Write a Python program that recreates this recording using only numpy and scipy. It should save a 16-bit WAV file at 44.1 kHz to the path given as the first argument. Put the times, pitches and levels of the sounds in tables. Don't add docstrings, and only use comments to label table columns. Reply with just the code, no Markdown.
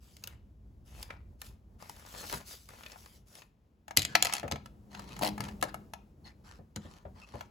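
import sys
import numpy as np
from scipy import signal
from scipy.fft import rfft, irfft, next_fast_len
from scipy.io import wavfile
from scipy.ndimage import uniform_filter1d, map_coordinates

SR = 44100
rng = np.random.default_rng(int(sys.argv[2]) if len(sys.argv) > 2 else 0)


def store_wav(level_fs):
    pcm = np.round(np.clip(np.atleast_2d(level_fs), -1, 1) * 32767)
    wavfile.write(sys.argv[1], SR, pcm.T.astype(np.int16))


N = 330880


def amp(db):
    return 10 ** (np.asarray(db) / 20)


def unit(x):
    return x / np.sqrt(np.mean(x ** 2) + 1e-20)


def along(points, hz):
    f, v = np.transpose(points)
    return np.interp(np.log(hz + 1), np.log(f + 1), v)


def curves(rows):
    s, *cols = np.transpose(rows)
    return [np.interp(np.arange(N) / SR, s, c) for c in cols]


def wobble(rate):
    knots = rng.standard_normal(int(N * rate / SR) + 4)
    return map_coordinates(knots, [np.arange(N) * rate / SR], order=1)


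def filtered(x, response):
    n = x.shape[-1]
    m = next_fast_len(n + 4096)
    return irfft(rfft(x, m) * response(np.fft.rfftfreq(m, 1 / SR)), m)[..., :n]


def noise(spectrum, size=N, ripple_db=0):
    grid = np.geomspace(100, SR / 2, 90)
    ripple = ripple_db * rng.standard_normal(len(grid))
    white = rng.standard_normal((2, size))
    return unit(filtered(white, lambda hz: amp(along(spectrum, hz) + np.interp(hz, grid, ripple))))


def add(track, s, sound):
    part = track[:, max(round(s * SR), 0):][:, :sound.shape[-1]]
    part += sound[..., :part.shape[-1]]


def blow(x):
    return x / np.sqrt(np.sum(x[0] ** 2) * 1000 / SR + 1e-20)


def burst(spectrum, t60, attack, size=8192):
    t = np.arange(size) / SR
    tone = noise(spectrum, size=size, ripple_db=3)
    return blow(tone * amp(-60 * t / t60) * (1 - np.exp(-t / attack)))


def ring(modes, scatter_db, detune, size=8192):
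    t = np.arange(size) / SR
    hz, db, t60 = np.transpose(modes)[:, :, None]
    strength, shift, skew = rng.standard_normal((3, len(modes), 1))
    sign = rng.choice([-1, 1], hz.shape)
    envelope = amp(db + scatter_db * strength - 60 * t / t60)
    partials = sign * envelope * np.sin(2 * np.pi * hz * (1 + detune * shift) * t)
    return blow(np.array([partials.sum(0), (skew * partials).sum(0)]))


def friction(spectrum, patchy_db, grain_db, catch_db, count=4):
    rush = noise(spectrum) * unit(amp(grain_db * wobble(400) + wobble(35)))
    z = signal.stft(rush, nperseg=1024)[2]
    field = uniform_filter1d(rng.standard_normal(z.shape[1:]), size=10, axis=0)
    field = uniform_filter1d(field, size=6, axis=1)
    rush = unit(signal.istft(z * amp(patchy_db * unit(field)), nperseg=1024)[1][:, :N])
    catches = np.zeros((2, N))
    for _ in range(count):
        jolts = (rng.random(N) < 45 / SR) * rng.random(N) ** 3
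        catch = burst(spectrum, t60=0.0065, attack=0.00014, size=1024)
        catches += signal.oaconvolve(jolts[None], catch, axes=1)[:, :N]
    return unit(rush + amp(catch_db) * unit(catches))


# time_s, rumble_db, murmur_db
RUMBLE = [(0.0, -57.5, -71.5), (1.29, -51, -66), (1.5, -56, -66.5), (2.07, -56, -67.5), (3.91, -68, -72.5),
          (4.05, -60.5, -55), (4.76, -57, -63), (5.28, -54, -49.5), (6.33, -61, -67.5), (7.5, -60.5, -63)]
# frequency_hz, density_db
LOW = [(20, -44.5), (35, -4.5), (58, 4.5), (95, -3), (140, -13.5), (300, -22.5), (1000, -69)]
MURMUR = [(60, -12.5), (130, 2.5), (170, -1.5), (208, 5), (250, -6), (308, -5.5), (450, -11), (2500, -38.5)]
FLOOR = [(100, 9.5), (1000, -12), (3000, -17), (16000, -38)]


def background():
    rumble_db, murmur_db = curves(RUMBLE)
    uneven = unit(amp(2 * wobble(12)))
    rumble = amp(rumble_db + 1.5) * noise(LOW)
    murmur = amp(murmur_db + 3.0) * noise(MURMUR)
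    return uneven * (rumble + murmur) + amp(-76.5) * noise(FLOOR)


SLIDE_ATTACK_S = .03


def slide(s, length, growth_db, fall_db_per_s):
    t = np.arange(N) / SR - s
    onset = np.clip(t / SLIDE_ATTACK_S, 0, 1)
    growth = growth_db * (np.clip(t / length, 0, 1) - 1)
    return onset * amp(growth - fall_db_per_s * np.clip(t - length, 0, 1))


# start_s, length_s, level_db, sheet_db, growth_db
SLIDES = [(0, 0.3, -70.5, -8.5, -5.5), (0.205, 0.12, -70.5, 9.5, 6), (0.841, 0.19, -55.5, -1, 14.5),
          (1.08, 0.049, -73, 14.5, -7), (1.382, 0.077, -54.5, -5.5, 16), (1.783, 0.33, -60, 0.5, 2),
          (2.029, 0.18, -46, -2.5, 16), (2.2, 0.16, -44, -2.5, 8), (2.437, 0.092, -46.5, -11, 12.5),
          (2.57, 0.14, -65, -20, -4), (2.67, .27, -61, 0.5, -0.5), (2.949, 0.22, -66, -7, -6.5),
          (3.251, 0.14, -58, -5, 10.5)]
# start_s, level_db, flap_db, flap_pitch_hz
SNAPS = [(0.167, -39.5, -23, 2480), (0.2384, -26.5, -22, 2560), (0.2734, -26.5, -25.5, 1530),
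         (1.0278, -26, -32, 1190), (1.104, -52.5, 12, 1700), (1.4163, -27, -22, 1530),
         (1.824, -39.5, -13, 700), (1.8954, -30.5, -17, 1030), (2.063, -39, -19, 1000),
         (2.2387, -43.5, -4.5, 1060), (2.297, -28.5, -17, 1630), (2.3262, -24, -15, 900),
         (2.338, -28, -10.5, 1190), (2.344, -30, -25, 900), (2.6885, -38, -17, 1140),
         (2.834, -44.5, -5.5, 2660), (2.8614, -42.5, -2.5, 2510), (2.899, -53, -3.5, 2160),
         (2.918, -40.5, -10, 5000), (2.958, -52.5, 2, 920), (3.0598, -41, -14.5, 1170),
         (3.353, -36.5, -23, 2500), (3.419, -52, -2, 2260)]
# frequency_hz, density_db
HISS = [(300, -16), (1500, -14.5), (3000, -3), (5500, -0.5), (8000, -2.5), (12000, -2), (15000, -4.5),
        (16500, -20)]
SHEET = [(100, 2), (300, 3.5), (1100, 2.5), (2300, 0), (4000, -10.5), (9000, -29.5)]
# multiple_of_flap_pitch, density_db
FLAP = [(.12, -8), (.6, -6.5), (1, 1.5), (1.8, -7), (6.998, -33.5)]
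HISS_FALL_DB_PER_S, SHEET_FALL_DB_PER_S = 286, 240


def booklet():
    hiss_gain, sheet_gain = np.zeros((2, N))
    for s, length, db, sheet_db, growth_db in SLIDES:
        hiss_slide = amp(db) * slide(s, length, growth_db, HISS_FALL_DB_PER_S)
        sheet_slide = amp(db + sheet_db) * slide(s, length, growth_db, SHEET_FALL_DB_PER_S)
        hiss_gain = np.maximum(hiss_gain, hiss_slide)
        sheet_gain = np.maximum(sheet_gain, sheet_slide)
    hiss = friction(HISS, patchy_db=3, grain_db=1.2, catch_db=-7)
    sheet = friction(SHEET, patchy_db=3.5, grain_db=2, catch_db=-1)
    out = amp(-0.5) * hiss_gain * hiss + amp(-1.0) * sheet_gain * sheet
    for s, db, flap_db, flap_hz in SNAPS:
        snap = amp(-7) * burst(HISS, t60=.014, attack=.0004)
        flap_tone = np.array(FLAP) * [flap_hz, 1]
        flap = amp(flap_db + 8.0) * burst(flap_tone, t60=0.022, attack=0.0028)
        add(out, s, amp(db) * (snap + flap))
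    return out


# start_s, level_db, bass_db
BUMPS = [(2.333, -48.5, 1), (3.97, -37.5, -1), (4.438, -32, -13), (4.519, -36, -5), (5.398, -43.5, 0.5),
         (5.626, -31, -28), (6.589, -50.5, -3.5), (6.762, -51.5, 8.5), (6.849, -51, -1), (7.051, -41, -9.5),
         (7.339, -38, -9)]
# frequency_hz, density_db
THUD = [(100, -18.5), (380, -5), (550, 3.5), (900, -11.5), (1500, -19), (3000, -34.5), (8000, -51)]
BASS = [(30, -23.5), (75, 3), (140, -2), (200, -3), (300, -7), (2000, -67)]


def bumps():
    out = np.zeros((2, N))
    for s, db, bass_db in BUMPS:
        thud = amp(6.0) * burst(THUD, t60=0.12, attack=0.00079)
        bass = amp(bass_db + 17.5) * burst(BASS, t60=0.18, attack=0.0027)
        add(out, s, amp(db) * (thud + bass))
    return out


# start_s, level_db, knock_db, treble_db
CLICKS = [(3.8806, -41, -4, -9.5), (3.909, -35, -4.5, -16), (3.9664, -24, -21.5, -7),
          (3.972, -3.5, -46, -10), (3.9854, -25, -17.5, -6.5), (3.9924, -19, -33.5, -11),
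          (4.0193, -19.5, -43.5, -13), (4.0286, -27.5, -32.5, -12.5), (4.0502, -17.5, -25.5, -12.5),
          (4.1526, -4, -15, -19), (4.2247, -9.5, -16.5, -7.5), (4.2484, -20.5, -13, -7),
          (4.2545, -17, -18, -13), (4.269, -22, -12, -14), (4.296, -29, -8, -21), (4.3254, -22, -15, -14.5),
          (4.3363, -18, -15.5, -5), (4.431, -42.5, 5, -18), (4.4792, -39.5, 0, -13),
          (4.5132, -26.5, -10, -10.5), (4.5208, -21.5, -14, -16.5), (4.558, -34.5, -6, -17.5),
          (4.6588, -40, -6.5, -12.5), (4.9487, -31, -15.5, -24.5), (4.9941, -36.5, -7.5, -13.5),
          (5.1652, -35.5, -12.5, -16), (5.191, -43, -4, 2.5), (5.3792, -36.5, -0.5, -13),
          (5.4051, -25.5, -11.5, -11.5), (5.439, -31.5, -13, -14), (5.4864, -38, -8, -17),
          (5.6126, -35, -29, -10.5), (5.6262, -20.5, -3.5, -8), (5.6375, -29.5, -5, -9.5),
          (5.7428, -40.5, 3.5, -2.5), (5.9359, -32.5, -6.5, -10.5), (6.7605, -29, -18, -9),
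          (6.7704, -38, -18.5, -33), (7.4086, -38, -2.5, -14)]
ROCK_START_S, ROCK_GAP_S = 4.3514, .015
ROCK_DB, ROCK_LOSS_DB, ROCK_KNOCK_DB, ROCK_TREBLE_DB = -23.5, 2.5, -16.5, -13.5


def contacts(count):
    taps = []
    for k in range(count):
        level_db = ROCK_DB - k * ROCK_LOSS_DB
        taps.append((ROCK_START_S + k * ROCK_GAP_S, level_db, ROCK_KNOCK_DB, ROCK_TREBLE_DB))
    return CLICKS + taps


# frequency_hz, density_db
CRACK = [(300, -40.5), (1200, -26), (2100, 7.5), (4200, 3), (7000, -1.5), (10000, -41), (16000, -36.5)]
TICK = [(1500, -32.5), (4000, -9.5), (6500, 2), (11000, 0.5), (14500, -5), (16500, -29.5)]
KNOCK = [(150, -16.5), (430, -13.5), (680, 3), (900, 3.5), (1080, -6.5), (2300, -14), (4000, -27.5)]
# frequency_hz, level_db, t60_s
BRICKS = [(2020, 7, 0.022), (2600, 3, .02), (2900, 0, .04), (3270, -1, .04), (4130, 7, 0.035),
          (5050, -3, 0.025), (6200, 4, 0.02), (6680, 1, 0.025), (7250, 2, 0.02)]
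TABLE = [(205, -19, 0.54), (307, -16.5, 0.22), (704, 0.5, .06), (803, 1.5, 0.04), (930, -0.5, 0.035),
         (1300, 4.5, .04), (1690, 1, 0.04), (2195, -8, 0.064), (2810, -4.5, 0.029)]
REBOUND_S, REBOUND_DB = .0022, -8.5


def bricks():
    out = np.zeros((2, N))
    for s, db, knock_db, treble_db in contacts(count=4):
        contact = .0012 * amp(-db / 2 - 12)
        part = np.array(CRACK) * [2 ** ((treble_db + 14) / 24), 1]
        crack = amp(-8.5) * burst(part, t60=0.008 + 2 * contact, attack=contact)
        tick = amp(treble_db + 3) * burst(TICK, t60=0.01, attack=contact / 2)
        toy = amp(-12) * ring(BRICKS, scatter_db=3, detune=.012)
        tones = ring(TABLE, scatter_db=2, detune=.008)
        body = amp(-1) * burst(KNOCK, t60=0.034, attack=0.00032)
        table = amp(knock_db + 3.0) * (tones + body)
        add(out, s, amp(db) * (crack + tick + toy + table))
        lead_in = burst(part, t60=.02, attack=.002, size=1024)
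        add(out, s - rng.uniform(.001, .004), amp(db - 27) * lead_in)
        add(out, s + REBOUND_S * rng.uniform(.7, 1.3), amp(db + REBOUND_DB) * (crack + tick))
        chatter = burst(part, t60=.014, attack=contact, size=1024)
        add(out, s + rng.uniform(.005, .016), amp(db - 21) * chatter)
    return out


# start_s, length_s, level_db, pitch_hz, squeak_db
STROKES = [(3.975, 0.05, -58, 3900, 15.5), (4.08, 0.13, -60, 1595, 2), (4.241, 0.19, -51.5, 2293, -6),
           (4.901, 0.25, -60.5, 2060, -14), (5.067, 0.26, -59.5, 3250, -15), (5.405, 0.14, -56, 2100, -11),
           (5.681, 0.024, -52.5, 1645, -3.5), (6.242, 0.06, -68, 4170, 5.5), (6.252, 0.08, -66.5, 2083, -1),
           (6.438, 0.17, -63.5, 1435, -7), (6.805, 0.25, -63.5, 1096, -12), (7.147, 0.12, -65.5, 998, -7.5),
           (7.213, 0.049, -68, 2620, 7), (7.257, 0.64, -64.5, 2674, -13)]
# frequency_hz, density_db
SKIN = [(150, -15.5), (500, -1), (900, 8.5), (1500, 3.5), (2500, -2.5), (4500, -1), (12000, -13),
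        (16000, -23)]
SQUEAK_SHARPNESS = 11
SQUEAK_SAG, SQUEAK_WANDER = .15, 0.34


def fingers():
    out = np.zeros((2, N))
    skin = friction(SKIN, patchy_db=3.5, grain_db=2, catch_db=-1.5)
    for s, length, db, hz, squeak_db in STROKES:
        rub = skin[:, round(s * SR):round((s + length) * SR)]
        u = np.linspace(0, 1, rub.shape[1])
        half_width_hz = hz / np.clip(SQUEAK_SHARPNESS * amp(squeak_db), 4, 32)
        drift = SQUEAK_SAG * (.5 - u) + SQUEAK_WANDER * wobble(60)[:len(u)]
        pitch_hz = hz + 2 * half_width_hz * drift
        grip = filtered(rng.standard_normal((2, 2, len(u))), lambda f: 1 / (1 + (f / half_width_hz) ** 4))
        carrier = np.exp(2j * np.pi * np.cumsum(pitch_hz) / SR)
        squeak = unit(np.real((grip[0] + 1j * grip[1]) * carrier))
        swell = np.sin(np.pi * u ** .6)
        add(out, s, amp(db + 3) * swell * (rub + amp(squeak_db) * squeak))
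    return out


# time_s, rap_db, scratch_db
DRAG = [(5.212, -26, -41.5), (5.221, -27.5, -25.5), (5.232, -19.5, -24), (5.245, -26, -26.5),
        (5.274, -27, -26), (5.287, -30.5, -33.5)]
# frequency_hz, density_db
RAP = [(90, -16.5), (205, -3), (420, -3), (850, 7), (1150, -11.5), (2000, -26.5)]
SLIP_HZ = 99


def drag():
    out = np.zeros((2, N))
    times, raps, scratches = np.transpose(DRAG)
    grit_tone = [(600, -7.5), (2500, -1.5), (4400, 3), (6500, -7), (12000, -2.5), (16000, -18)]
    slips = np.arange(times[0], times[-1], 1 / SLIP_HZ)
    for s in slips + rng.normal(0, 0.00067, len(slips)):
        rap = amp(-1) * burst(RAP, t60=0.015, attack=0.00084)
        hum = amp(-4.5) * ring(TABLE[:2], scatter_db=2.5, detune=0)
        add(out, s, amp(np.interp(s, times, raps)) * (rap + hum))
        scratch_gain = amp(np.interp(s, times, scratches))
        for delay in rng.uniform(0, .7 / SLIP_HZ, size=3):
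            grit = burst(grit_tone, t60=.012, attack=.0002)
            plastic = ring(BRICKS[:6], scatter_db=3, detune=.02)
            add(out, s + delay, scratch_gain * (amp(-6.5) * grit + amp(-13) * plastic))
    return out


# frequency_hz, t60_s
ROOM = [(100, 1), (500, 0.17), (3000, 0.4), (8000, 0.19), (16000, 0.16)]


def room(x, near_db, far_db, near_t60, size=22050):
    hz, t, z = signal.stft(rng.standard_normal((2, size)), SR, nperseg=256)
    tail = signal.istft(z * amp(-60 * t / along(ROOM, hz)[:, None]), SR, nperseg=256)[1]
    t = np.arange(tail.shape[1]) / SR
    tail = tail * (1 - np.exp(-t / 0.0019))
    near = rng.standard_normal(tail.shape) * amp(-60 * t / near_t60) * (1 - np.exp(-t / 0.00037))
    far_answer = amp(far_db) * tail / np.linalg.norm(tail[0])
    near_answer = amp(near_db) * near / np.linalg.norm(near[0])
    wet = signal.fftconvolve(x[:1], far_answer + near_answer, axes=1)[:, :N]
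    tone = [(200, -4.0), (1000, 1.0), (4000, -5.5), (12000, -3)]  # frequency_hz, gain_db
    return filtered(wet, lambda hz: amp(along(tone, hz)))


# frequency_hz, gain_db
WIDTH = [(60, -18), (300, -12.5), (900, 0), (1800, -2), (3500, -6.5), (5500, -4.5), (7500, -18.5)]


def scene():
    close = booklet() + bumps() + bricks() + fingers() + drag()
    answer = room(close, near_db=-10.0, far_db=-12.0, near_t60=0.088)
    common, difference = close + answer + background()
    difference = filtered(difference, lambda hz: amp(along(WIDTH, hz)))
    return np.array([common + difference, common - difference])


# frequency_hz, balance_db
BALANCE = [(100, 0), (450, 2.5), (820, 8.5), (1300, 0), (2700, 5), (3500, 1.5), (5500, 5), (7500, 0)]
# frequency_hz, lead_rad
LEAD = [(0, 0), (350, .1), (1000, 1.6), (1450, 2), (2200, .3), (7200, 0), (9000, -3.14), (13400, -9.42),
        (15500, -12.6)]
TOP_HZ = 16500


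def record(dry):
    sides = np.array([[1], [-1]]) / 2

    def ports(hz):
        lead = np.interp(hz, *np.transpose(LEAD))
        return amp(sides * along(BALANCE, hz)) * np.exp(1j * sides * lead)

    def low_cut(hz):
        return hz ** 3 / (hz ** 3 + 32 ** 3)

    heard = filtered(dry, lambda hz: ports(hz) * low_cut(hz))
    held = heard / (1 + (heard / .9) ** 8) ** (1 / 8)
    return filtered(held, lambda hz: hz < TOP_HZ)


dry = scene()
out = record(dry)
store_wav(out)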